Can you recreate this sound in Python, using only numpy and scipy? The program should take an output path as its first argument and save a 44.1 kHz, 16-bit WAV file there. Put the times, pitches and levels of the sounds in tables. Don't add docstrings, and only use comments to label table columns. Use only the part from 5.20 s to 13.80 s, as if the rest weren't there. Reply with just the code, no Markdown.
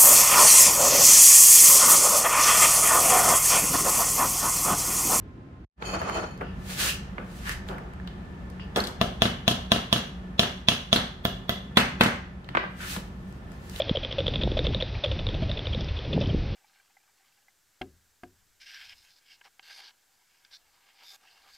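import sys
import numpy as np
from scipy import signal
from scipy.fft import rfft, irfft
from scipy.io import wavfile
from scipy.ndimage import uniform_filter1d

SR = 44100
rng = np.random.default_rng(int(sys.argv[2]) if len(sys.argv) > 2 else 0)


def nominal_scale(level):
    x = np.asarray(level, float) / 20
    return 10 ** x


def generate_wav(signal):
    frames = np.transpose(np.atleast_2d(signal))
    scaled = np.clip(frames, -1, 1) * 32767
    pcm = np.round(scaled).astype(np.int16)
    wavfile.write(sys.argv[1], SR, pcm)


N = 379260

# f/Hz, likeness/1
LIKENESS = [(50, 0.99), (125, 0.98), (250, 0.95), (500, 0.65), (1000, -0.15), (4000, 0.082)]
# f/Hz, t60/s
ROOM_T60 = [(100, 0.33), (260, 0.44), (700, 0.39), (1840, 0.49), (4850, 0.45), (12800, 0.22)]
# f/Hz, level/dB
ROOM_COLOUR = [(100, -3), (300, -1.5), (1000, 1.5), (2300, 2), (3300, -5), (5500, 1.5), (7500, -0.5),
               (10000, 2), (14000, -6.5)]
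ROOM_EDGES_HZ = 25 * 2 ** np.arange(1, 9.6, .5)
FLOOR_ECHO = [(34, 1.73), (26, 0.43)]
# t/s, level/dB
SCENE_FADE = [(0, 2.5), (.448, 0), (.452, -72), (.555, -39), (.58, -4.5), (.6, 1.5), (.625, 1.5), (8.6, 6)]

# f/Hz, level/dB
OPENING_HUM = [(15, -49), (25, -33), (44, -5.5), (106, -4.5), (135, -10.5), (278, -12), (488, -24),
               (978, -31), (1150, -37), (1280, -29.5), (1630, -33), (15000, -70.5)]
# f/Hz, level/dB
HUM = [(15, -67), (25, -5.5), (59, 3.5), (112, -7), (186, -4.5), (257, -12), (383, -24), (415, -29),
       (450, -20), (501, -22), (691, -21.5), (1420, -24), (1760, -31), (3350, -38), (15000, -93)]
# f/Hz, width/Hz, level/dB
HUM_PEAKS = [(184.6, 5.5, -5), (137, 7.2, -12.5), (359, 23, -16), (1750, 35, -20.5)]
# t/s, level/dB
HUM_LEVEL = [(0.62, -45), (0.66, -38.5), (0.75, -37), (3.13, -40), (3.97, -39.5), (5.71, -44.5),
             (6.82, -42.5), (6.93, -45), (8.6, -45)]

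# t/s, level/dB
DRAG = [(0.56, -72), (0.626, -37.5), (0.654, -43), (0.746, -30.5), (0.95, -31), (1.046, -32), (1.15, -72)]
# f/Hz, width/Hz, level/dB
TOOL = [(2555, 68, 3.5), (3078, 39, 1), (5430, 150, -11), (6680, 110, 0), (9020, 48, -9.5),
        (11200, 200, -20), (13300, 150, -28)]
# f/Hz, level/dB
DRAG_RUMBLE = [(150, -40), (250, -5.5), (390, -1.5), (1390, -3), (1590, -10.5), (3050, -19.5),
               (3810, -26.5), (6710, -27), (15000, -66)]
# t/s, rise/s, hold/s, fade/s, level/dB
PULLS = [
    (0.652, 0.049, 0.083, 0.18, -44),
    (0.896, 0.15, 0.089, 0.23, -47.5),
]

# f/Hz, level/dB, t60/s
THUMP = [(137, 0.5, 0.082), (192, 7, 0.084), (224, 10, 0.13), (262.5, 7.5, 0.062)]
# f/Hz, level/dB, t60/s
WOOD = [(447, -9.5, 0.066), (570, -15, 0.0092), (660, -14, 0.021), (673, 4.5, 0.031), (913, -9, 0.022),
        (1031, 0.5, 0.03), (1170, -3.5, 0.043), (1276, -5, 0.034), (1480, -16.5, .03), (1672, -6.5, 0.031),
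        (1754, -11.5, 0.093), (1867, -10.5, 0.025), (2060, 0.5, 0.0041)]
# f/Hz, level/dB, t60/s
STEEL = [(2690, -16, .05), (2875, -14, .05), (2995, -12, .06), (3080, -15, .07), (3325, -10, .09),
         (3385, 0, .013), (3450, -8, .035), (3660, -10, .014), (3780, -11, .015), (3945, -14, .04)]
# f/Hz, level/dB, t60/s
NAIL = [(4460, -3, .014), (5480, 1, .018), (5700, -3, .016), (6070, -7, .016), (6650, -6, .012),
        (8950, -9, .012), (9450, -6, .014), (11900, -14, .012), (15000, -17, .01)]

# t/s, strength/dB, hardness/dB, weight/dB, pan/dB
KNOCKS = [(0.623, -27.5, 6, -12, -7), (1.9305, -47, 6, 13, -3.5), (1.9825, -29, -18, 5.5, 1),
          (2.487, -34.5, 17, -5, -4), (2.5099, -40, -2, -20, 6), (2.8744, -38.5, 17.5, -20, 3),
          (3.3954, -36.5, -12, -3, -2), (7.2444, -59, 25, 17, -3), (7.2888, -34, 9, 5, 2),
          (7.3525, -20, -4, -3, -4), (7.3735, -16.5, -11, -19, 7), (7.7633, -41.5, 23.5, 13.5, 0),
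          (8.561, -50.5, 24, 8, -21)]
# t/s, strength/dB, hardness/dB, weight/dB, pan/dB
TICKS = [(0.816, -21, -18, -18, -5), (0.8964, -25, -14, -27, -12), (0.9986, -29.5, -11, 6, -3.5),
         (1.1764, -57, 12, 14, -1), (1.2111, -27, -34, -20, -4.5), (2.2932, -54, 25.5, 22, -3),
         (2.5825, -35.5, -10, -4, -3), (2.7355, -41, -12, -10, 3), (3.3005, -48.5, 2.5, 3, 2),
         (8.1249, -55.5, 3, 17, 5), (8.318, -53, 0, 17, 4), (8.4965, -69, 31.5, 27, -3)]
# t/s, peak/dB, top f/Hz, pan/dB
EDGES = [(3.5635, -22, 800, 3), (3.5739, -12.5, 695, -1), (3.591, -14, 1900, -2), (7.478, -34, 2300, -2),
         (7.392, -29, 4200, 1), (0.8975, -17, 2200, -13), (1.212, -39, 2800, -3), (1.9815, -22.5, 2900, -9),
         (4.0543, -16, 3450, -9), (7.3502, -10, 2620, -3), (7.3713, -9.5, 3800, -6),
         (7.4404, -24, 2480, -10), (7.7639, -25.5, 1430, 9)]
# t/s, peak/dB, f/Hz, t60/s
RINGS = [(2.2944, -17, 1800, 0.0074), (2.298, -31, 1750, .006), (2.8, -33, 1700, .012),
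         (4.0546, -21.5, 3000, 0.027), (7.768, -30.5, 183.6, 0.092), (3.612, -22, 210, 0.045),
         (6.056, -37, 2870, .15), (6.062, -40, 2925, .12), (6.052, -23, 3390, .02),
         (6.2937, -21, 3390, .02), (3.5605, -31, 5500, .035), (3.561, -27, 3330, .04),
         (7.605, -37.5, 1500, .04), (7.63, -38, 1550, 0.035), (7.648, -38, 1380, 0.035),
         (6.297, -29, 2000, 0.043), (6.058, -30, 1400, 0.034), (6.3, -50, 4100, 0.11),
         (8.5605, -34, 3000, .014)]

# t/s, rise/s, hold/s, grit/dB, softness/dB
SLIDES = [(1.507, 0.13, 0.029, -37.5, -8.5), (1.6, 0.056, 0.093, -28.5, -4.5),
          (2.116, 0.21, 0.12, -54.5, -9), (2.27, 0.065, 0.049, -42, 6), (2.483, 0.027, .005, -52.5, -3),
          (2.75, 0.036, .003, -78, 8), (3.562, 0.0064, 0.012, -38, -1), (3.67, 0.074, .003, -65.5, -4),
          (7.615, .05, 0.018, -49.5, 4.5), (7.701, 0.19, 0.056, -42, -4.5), (7.995, 0.56, 0.18, -70, -26),
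          (8.333, 0.23, 0.0074, -68, -4), (8.6, 0.28, 0.0088, -48, -2.5)]
# t/s, hold/s, fade/s, level/dB
RUBS = [
    (1.213, 0.0019, 0.061, -29),
    (1.984, 0.037, 0.11, -42),
    (2.496, 0.039, 0.31, -38.5),
    (3.566, 0.017, 0.087, -30.5),
    (3.68, 0.0054, 0.15, -43),
    (7.433, 0.019, 0.054, -39),
    (7.765, .003, 0.097, -44.5),
]
# f/Hz, level/dB
SCUFF_DULL = [(800, -13.5), (1250, -3.5), (1700, 0), (2200, -6.5), (3000, -8), (4500, -33)]
# f/Hz, level/dB
SCUFF_GRIT = [(1500, -10), (2600, 1.5), (4000, 1), (5500, -2.5), (8000, -3.5), (12000, -7), (15500, -8.5)]
# f/Hz, level/dB
SCUFF_LOW = [(250, -1), (450, 4), (1000, -1), (1500, 0.5), (2500, -59)]
# t/s, hold/s, level/dB
SQUEAKS = [
    (1.24, 0.069, -54.5),
    (1.694, 0.0054, -29),
    (3.4, 0.02, -47),
]
# f/Hz, width/Hz, level/dB
SQUEAK = [(2800, 420, 7.5), (3140, 100, -3), (4840, 710, -5.5)]

# t/s, strength/dB, hardness/dB, pan/dB
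BLOWS = [(3.5608, -25, 10.5, -3), (3.8133, -15, 4.5, 8), (4.0199, -14.5, 11, 1), (4.279, -15.5, 12.5, 1),
         (4.5185, -14.5, 12, 0.5), (4.7275, -16, 13, -4), (5.194, -16.5, 14.5, -1.5),
         (5.4854, -17.5, 17, -2.5), (5.7288, -17, 14.5, -3), (6.052, -19, 4, -5), (6.2937, -21.5, 6, -4)]
# t/s, share taken/1
GRIP = [(4.9, .02), (5.1, 0.56), (5.9, 0.42), (6.0, .2)]
# f/Hz, width/Hz
DEAD_BANDS = [(7800, 990), (10700, 1300)]
# f/Hz, level/dB
MESH = [(2500, -15), (4000, 5.5), (6000, 2.5), (8000, -13), (9500, -0.5), (12500, -14), (15500, -11)]
# f/Hz, width/Hz, level/dB
HEAD = [(2900, 160, -0.5), (3250, 260, 1.5), (3780, 390, -10)]
# t/s, strength/dB, hardness/dB, weight/dB, pan/dB
SLAPS = [
    (3.582, -21, -7, -8, 4),
    (3.8605, -61, -3, 2, 9),
    (4.0545, -23, -3, 1.5, 19),
    (4.3115, -23, 6, 1, 6),
    (4.5594, -23.5, 1, -5, 7),
    (4.7597, -20.5, 3.5, -3, 0),
    (5.2308, -20, 3, -8, 3),
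    (5.5185, -25, 0, -4, 3),
    (5.7591, -17, 7.5, -5.5, -1),
    (6.8592, -16.5, -3, -7.5, 3),
]
# t/s, strength/dB, hardness/dB, weight/dB, pan/dB
RATTLES = [
    (3.6018, -46, 19, 7, 10),
    (3.639, -33.5, 8, -9, 8),
    (3.6697, -54.5, 25.5, 5, 15),
    (3.7096, -45, -2, -7, 0.5),
    (6.6, -40, 20, 14, 6),
    (6.834, -29.5, 11.5, 1, 2),
]
# t/s, peak/dB, f/Hz
PINGS = [
    (3.603, -15, 4300),
    (3.639, -21, 4620),
    (3.651, -25, 4200),
    (3.671, -24, 4220),
    (3.709, -47, 4300),
]
# t/s, level/dB
WIRE_TICKS = [
    (6.049, -27),
    (6.293, -28.5),
]
# t/s, strength/dB, hardness/dB, pan/dB
FLUSH_BLOWS = [
    (6.5705, -15.5, 6.5, -0.5),
    (6.8087, -14.5, 2.5, 4.5),
]

LEFT_LAG = 6


def at_hz(points, hz):
    table = np.array(points)
    return np.interp(np.log(hz), np.log(table[:, 0]), table[:, 1])


def gain_in_time(rows, outside_db=-120):
    s, db = np.transpose(rows)
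    return nominal_scale(np.interp(np.arange(N) / SR, s, db, outside_db, outside_db))


def rms_one(x):
    return x / np.sqrt(np.mean(x ** 2) + 1e-20)


def band(x, low_hz, high_hz, order=2):
    return signal.sosfilt(signal.butter(order, [low_hz, high_hz], "band", fs=SR, output="sos"), x)


def resonance(x, hz, width_hz):
    r = np.exp(-np.pi * width_hz / SR)
    poles = [1, -2 * r * np.cos(2 * np.pi * hz / SR), r * r]
    return signal.lfilter([(1 - r * r) / 2, 0, (r * r - 1) / 2], poles, x)


def resonances(x, modes):
    return sum(nominal_scale(db) * rms_one(resonance(x, hz, width_hz)) for hz, width_hz, db in modes)


def drift(rate_hz):
    knots = rng.standard_normal(400)
    return np.interp(np.arange(N) / SR * rate_hz, np.arange(400), knots)


def stroke(s, rise_s, hold_s, fade_s, db):
    t = np.arange(0, N, 20) / SR - s
    before = -t / max(rise_s, 1e-3)
    after = (t - hold_s) / max(fade_s, 1e-3)
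    shape = nominal_scale(db - 30 * np.maximum(0, np.maximum(before, after)))
    return np.repeat(shape, 20)[:N]


def stereo(mid, side, alike):
    return np.sqrt(1 + alike) * mid + np.sqrt(1 - alike) * side * [[1], [-1]]


def coloured(spectrum, grain_db=0.):
    white = rng.standard_normal((2, N)) * nominal_scale(grain_db * np.minimum(rng.exponential(1, N), 3))
    hz = np.maximum(np.fft.rfftfreq(N, 1 / SR), 1)
    below = hz < spectrum[0][0]
    mid, side = rfft(white) * nominal_scale(at_hz(spectrum, hz) - 44 * below)
    alike = np.clip(at_hz(LIKENESS, hz), -1, .985)
    return rms_one(irfft(stereo(mid, side, alike), N))


def hum():
    white = coloured([(20, 0), (16000, 0)])
    main = coloured(HUM) + resonances(white, HUM_PEAKS)
    main = main * nominal_scale(1.2 * drift(4.357)) * gain_in_time(HUM_LEVEL, outside_db=-47)
    line = nominal_scale(-63) * rms_one(resonance(white, 1050, 12))
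    opening = nominal_scale(-42.5) * coloured(OPENING_HUM) + line
    return np.where(np.arange(N) < SR / 2, opening, main)


def dragged_tool():
    clicks = (rng.random((2, N)) < 2500 / SR) * rng.standard_normal((2, N))
    clicks = clicks * nominal_scale(3.8 * drift(58.9)) + 1e-18
    ring = rms_one(resonances(clicks, TOOL))
    pulled = 0
    for pull, tip_hz in zip(PULLS, (4470, 4360)):
        pulled = pulled + stroke(*pull) * (ring + resonances(clicks, [(tip_hz, 75, -3)]))
    judder = nominal_scale(4.0 + 2 * np.cos(2 * np.pi * (np.arange(N) / SR - 0.665) / 0.0442))
    rumble = coloured(DRAG_RUMBLE, grain_db=2.5) * nominal_scale(3.6 * drift(40.4))
    return pulled * judder + gain_in_time(DRAG) * nominal_scale(-1.0) * rumble


def room(x, first_echo_s=0.0014):
    t = np.arange(SR) / SR
    white, tail = rng.standard_normal((2, 2, SR)), 0
    for k, (low, high) in enumerate(zip(ROOM_EDGES_HZ, ROOM_EDGES_HZ[1:])):
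        hz = np.sqrt(low * high)
        mid, side = band(white[k % 2], low, high)
        alike = np.clip(at_hz(LIKENESS, hz), -1, 1)
        t60 = at_hz(ROOM_T60, hz)
        onset = np.clip(t / first_echo_s - 1, 0, 1)
        dying = nominal_scale(at_hz(ROOM_COLOUR, hz) - 60 * t / t60) * onset / np.sqrt(t60 * SR / 7)
        tail = tail + dying * stereo(mid, side, alike)
    return signal.fftconvolve(x[None], tail, axes=1)[:, :N]


def struck(modes, low_hz, high_hz, noise_share, noise_t60, contact_s):
    t = np.arange(4096) / SR
    onset = np.minimum(t / contact_s, 1)
    hz, level_db, t60 = np.array(modes).T[:, :, None]
    detune, vary = rng.standard_normal((2, len(modes), 1))
    ringing = -np.sin(2 * np.pi * hz * (1 + 0.0049 * detune) * t) * nominal_scale(level_db + 1.6 * vary - 60 * t / t60)
    ringing = ringing.sum(axis=0) * onset
    scattered = rms_one(ringing * nominal_scale(-60 * t / 0.1)) * ringing.std()

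    both, left, right = rng.standard_normal((3, len(t)))
    alike = np.clip(at_hz(LIKENESS, low_hz * 2.05) + 0.4, 0, 1)
    noise = np.sqrt(alike) * both + np.sqrt(1 - alike) * np.array([left, right])
    burst = band(noise * nominal_scale(-60 * t / noise_t60) * onset, low_hz, high_hz, order=4)
    averaged = rms_one(band(1. * (t == 0), low_hz, high_hz, order=4)) * burst.std()
    burst, averaged = (signal.lfilter([1], [1, -.6], v) for v in (burst, averaged))

    tone = np.array([ringing, ringing, scattered]) / np.abs(ringing).max()
    contact = np.vstack([burst, averaged]) / np.abs(burst).max()
    out = (1 - noise_share) * tone + noise_share * contact
    return out / np.abs(out[:2]).max()


def in_parts(events, crack_db, weight_db=0.):
    return [(s, db + hard_db, db + weight_db + sum(heavy_db), db, db + hard_db + crack_db, pan_db)
            for s, db, hard_db, *heavy_db, pan_db in events]


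def hits(events, upper_from_hz, shares, t60s, trims_db, contact_s, echo, left_lag=LEFT_LAG):
    out = np.zeros((3, N + 5000))
    parts = [(STEEL, upper_from_hz, 4400), (THUMP, 80, 350), (WOOD, 330, 2150), (NAIL, 4300, 15500)]
    for s, *levels_db, pan_db in events:
        steel, thump, wood, crack = (
            nominal_scale(db + trim) * struck(*part, share, t60, contact_s)
            for db, trim, part, share, t60 in zip(levels_db, trims_db, parts, shares, t60s))
        pan = nominal_scale(np.array([[pan_db], [-pan_db], [0]]) / 2)
        bright = (steel * nominal_scale([[0], [0], [-4]]) + crack) * pan
        for port, (late, gain) in enumerate(FLOOR_ECHO + [(0, 0.051)]):
            at = round(s * SR) + left_lag * (port == 0)
            out[port, at:at + 4096] += (bright + thump + wood)[port]
            at += round(late)
            out[port, at:at + 4096] += echo * gain * bright[port]
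    return out[:, :N]


def put_down():
    contacts = in_parts(KNOCKS, crack_db=-22) + in_parts(TICKS, crack_db=2.5)
    return hits(contacts, 2810, shares=(0.58, 1.0, 0.82, 1.0), t60s=(0.019, 0.12, 0.018, 0.0091),
                trims_db=(-13.0, -8.5, 4.5, 1.5), contact_s=0.000057, echo=0, left_lag=3 * LEFT_LAG)


def edges():
    out = np.zeros((3, N + 2000))
    for s, db, top_hz, pan_db in EDGES:
        pulse = band(-1. * (np.arange(1024) == 0), 124, top_hz)
        body = resonance(pulse, 1160, 960)
        pulse = band(pulse + nominal_scale(19) * body, 110, top_hz * 0.81)
        pulse = nominal_scale(db) * pulse / np.abs(pulse).max()
        at = round(s * SR)
        for port, side in enumerate((1, -1, 0)):
            late = 14 * (port == 0)
            out[port, at + late:at + late + 1024] += nominal_scale(side * pan_db / 2) * pulse
        at += round(0.0051 * SR)
        out[:, at:at + 1024] += nominal_scale(-10.5) * pulse
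    return out[:, :N]


def scuffs():
    dull, grit, low = (coloured(spectrum, grain_db=3.0) * nominal_scale(1.6 * drift(22))
                       for spectrum in (SCUFF_DULL, SCUFF_GRIT, SCUFF_LOW))
    sliding, soft = 0, 0
    for s, rise_s, hold_s, db, soft_db in SLIDES:
        shape = stroke(s, rise_s, hold_s, 0.11, db)
        sliding = sliding + shape
        soft = soft + shape * nominal_scale(soft_db)
    rubbing = sum(stroke(s, 0.012, hold_s, fade_s, db) for s, hold_s, fade_s, db in RUBS)

    white = rng.standard_normal((2, N))
    squeak = rms_one(sum(nominal_scale(db) * rms_one(resonance(resonance(white, hz, width), hz, width))
                         for hz, width, db in SQUEAK))
    squeaking = sum(stroke(s, 0.011, hold_s, 0.1, db) for s, hold_s, db in SQUEAKS)
    return (sliding * grit
            + (soft + nominal_scale(-13) * rubbing) * dull
            + (nominal_scale(-12.5) * sliding + rubbing) * low
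            + squeaking * squeak)


def rings():
    out, t = np.zeros((3, N + 12000)), np.arange(11025) / SR
    for s, db, hz, t60 in RINGS:
        for port in range(3):
            at = round(s * SR) + LEFT_LAG * (port == 0)
            out[port, at:at + len(t)] -= nominal_scale(db - 60 * t / t60) * np.sin(2 * np.pi * hz * t)
    return out[:, :N]


def nail_blows():
    x = hits(in_parts(BLOWS, crack_db=-17.5, weight_db=-3.5), 2720, shares=(.15, .1, .25, .5),
             t60s=(0.011, 0.021, 0.032, 0.035), trims_db=(0.32, 4.36, 9.5, 3.3), contact_s=0.00013, echo=0.68)
    x = x + pings() + wire()
    for hz, width_hz in DEAD_BANDS:
        x = x - 0.83 * resonance(x, hz, width_hz)
    grip = np.clip(np.interp(np.arange(N) / SR, *np.transpose(GRIP)), 0, 1)
    return x - grip * band(x, 10500, 19000, order=1)


def mesh():
    shaking = sum(stroke(s + 0.0037, .002, 0.017, 0.094, db + hard_db - 34.5)
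                  for s, db, hard_db, _ in BLOWS + FLUSH_BLOWS)
    return shaking * coloured(MESH, grain_db=3.0) * nominal_scale(4.2 * drift(45))


def head():
    ring = rms_one(resonances(rng.standard_normal((2, N)), HEAD))
    return ring * sum(stroke(s + 0.007, .004, 0.012, 0.22, db + 0.73 * hard_db - 25)
                      for s, db, hard_db, _ in BLOWS)


def frame_slaps():
    contacts = in_parts(SLAPS, crack_db=-15) + in_parts(RATTLES, crack_db=-5.5)
    return hits(contacts, 3140, shares=(0.62, 0.32, 1.0, 1.0), t60s=(0.06, 0.026, 0.017, 0.04),
                trims_db=(-4.0, 4.0, 0.5, -1), contact_s=0.00075, echo=0.14)


def pings():
    out, t = np.zeros((3, N)), np.arange(4096) / SR
    for s, db, hz in PINGS:
        turn = 2 * np.pi * (hz * t + rng.random((3, 1)))
        at = round(s * SR)
        out[:, at:at + 4096] += nominal_scale(db - 60 * t / .013) * np.minimum(t / 0.00064, 1) * np.sin(turn)
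    return out * nominal_scale([[0], [0], [-9]])


def wire():
    out = np.zeros((3, N))
    for s, db in WIRE_TICKS:
        at = round(s * SR)
        out[:, at:at + 4096] += nominal_scale(db + 7.0) * struck(NAIL, 12400, 20700, 0.93, 0.031, .0003)
    return out


def flush_blows():
    return hits(in_parts(FLUSH_BLOWS, crack_db=-10, weight_db=1), 2540, shares=(0.44, 0.063, 0.97, 0.88),
                t60s=(0.056, 0.073, 0.035, 0.017), trims_db=(3.0, 2.8, 6.2, 3.2), contact_s=0.00071, echo=0.24)


def scene():
    friction = dragged_tool() + scuffs()
    knocks = put_down() + edges() + rings()
    blows, slaps, flush = nail_blows(), frame_slaps(), flush_blows()
    knocks_sent = knocks[2] + nominal_scale(6) * resonance(knocks[2], 3700, 1800)
    flush_sent = flush[2] - .65 * resonance(flush[2], 3450, 350) + .6 * resonance(flush[2], 2400, 1000)
    sent = (nominal_scale(-5.5) * friction.mean(axis=0) + nominal_scale(-6.5) * knocks_sent
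            + nominal_scale(-1.5) * blows[2] + nominal_scale(3.0) * slaps[2] + flush_sent)
    close = (blows + flush + slaps + knocks)[:2] + friction
    return close + room(sent) + hum() + mesh() + head()


def masked(x, size=8):
    hz, _, z = signal.stft(x, SR, "cosine", 2048, 1024)
    power = (np.abs(z[:, :1024]) ** 2).sum(axis=0)
    power = power.reshape(-1, size, z.shape[2]).sum(axis=1) + 1e-20
    level_db = 10 * np.log10(power)
    middle_db = 10 * np.log10(power[6:24].mean(axis=0))
    band_hz = hz[:1024:size, None]
    chance = rms_one(uniform_filter1d(rng.standard_normal(power.shape), size=3, axis=1))
    valley = level_db - uniform_filter1d(level_db, size=17, axis=0) + 2.6 * chance < -2.2
    steady = np.diff(middle_db, prepend=0) < 8
    faint = (level_db < middle_db - 13) & (band_hz > 6900)
    drop = valley & steady & np.roll(steady, 1) & faint
    drop = drop | steady & (band_hz > 15650)
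    z = z * np.vstack([np.repeat(~drop, size, axis=0), ~drop[:1]])
    return signal.istft(z, SR, "cosine", 2048, 1024)[1][:, :N]


def band_limit(x):
    return signal.sosfilt(signal.butter(12, 16830, fs=SR, output="sos"), x)


def record(dry):
    x = 0.89 * np.tanh(dry / 1.165) * gain_in_time(SCENE_FADE, outside_db=0)
    x = signal.sosfilt(signal.butter(3, 42, "high", fs=SR, output="sos"), x)
    ahead = rms_one(rng.standard_normal((2, 700)) * np.linspace(.2, 1, 700)) / np.sqrt(700)
    smear = signal.fftconvolve(x, ahead, axes=1)[:, 699:]
    x = x + nominal_scale(-23) * band(smear, 300, 15500)
    mix = signal.sosfilt(signal.cheby2(16, 80, 16650, fs=SR, output="sos"), masked(x))
    return band_limit(mix)


dry = scene()
out = record(dry)
generate_wav(out)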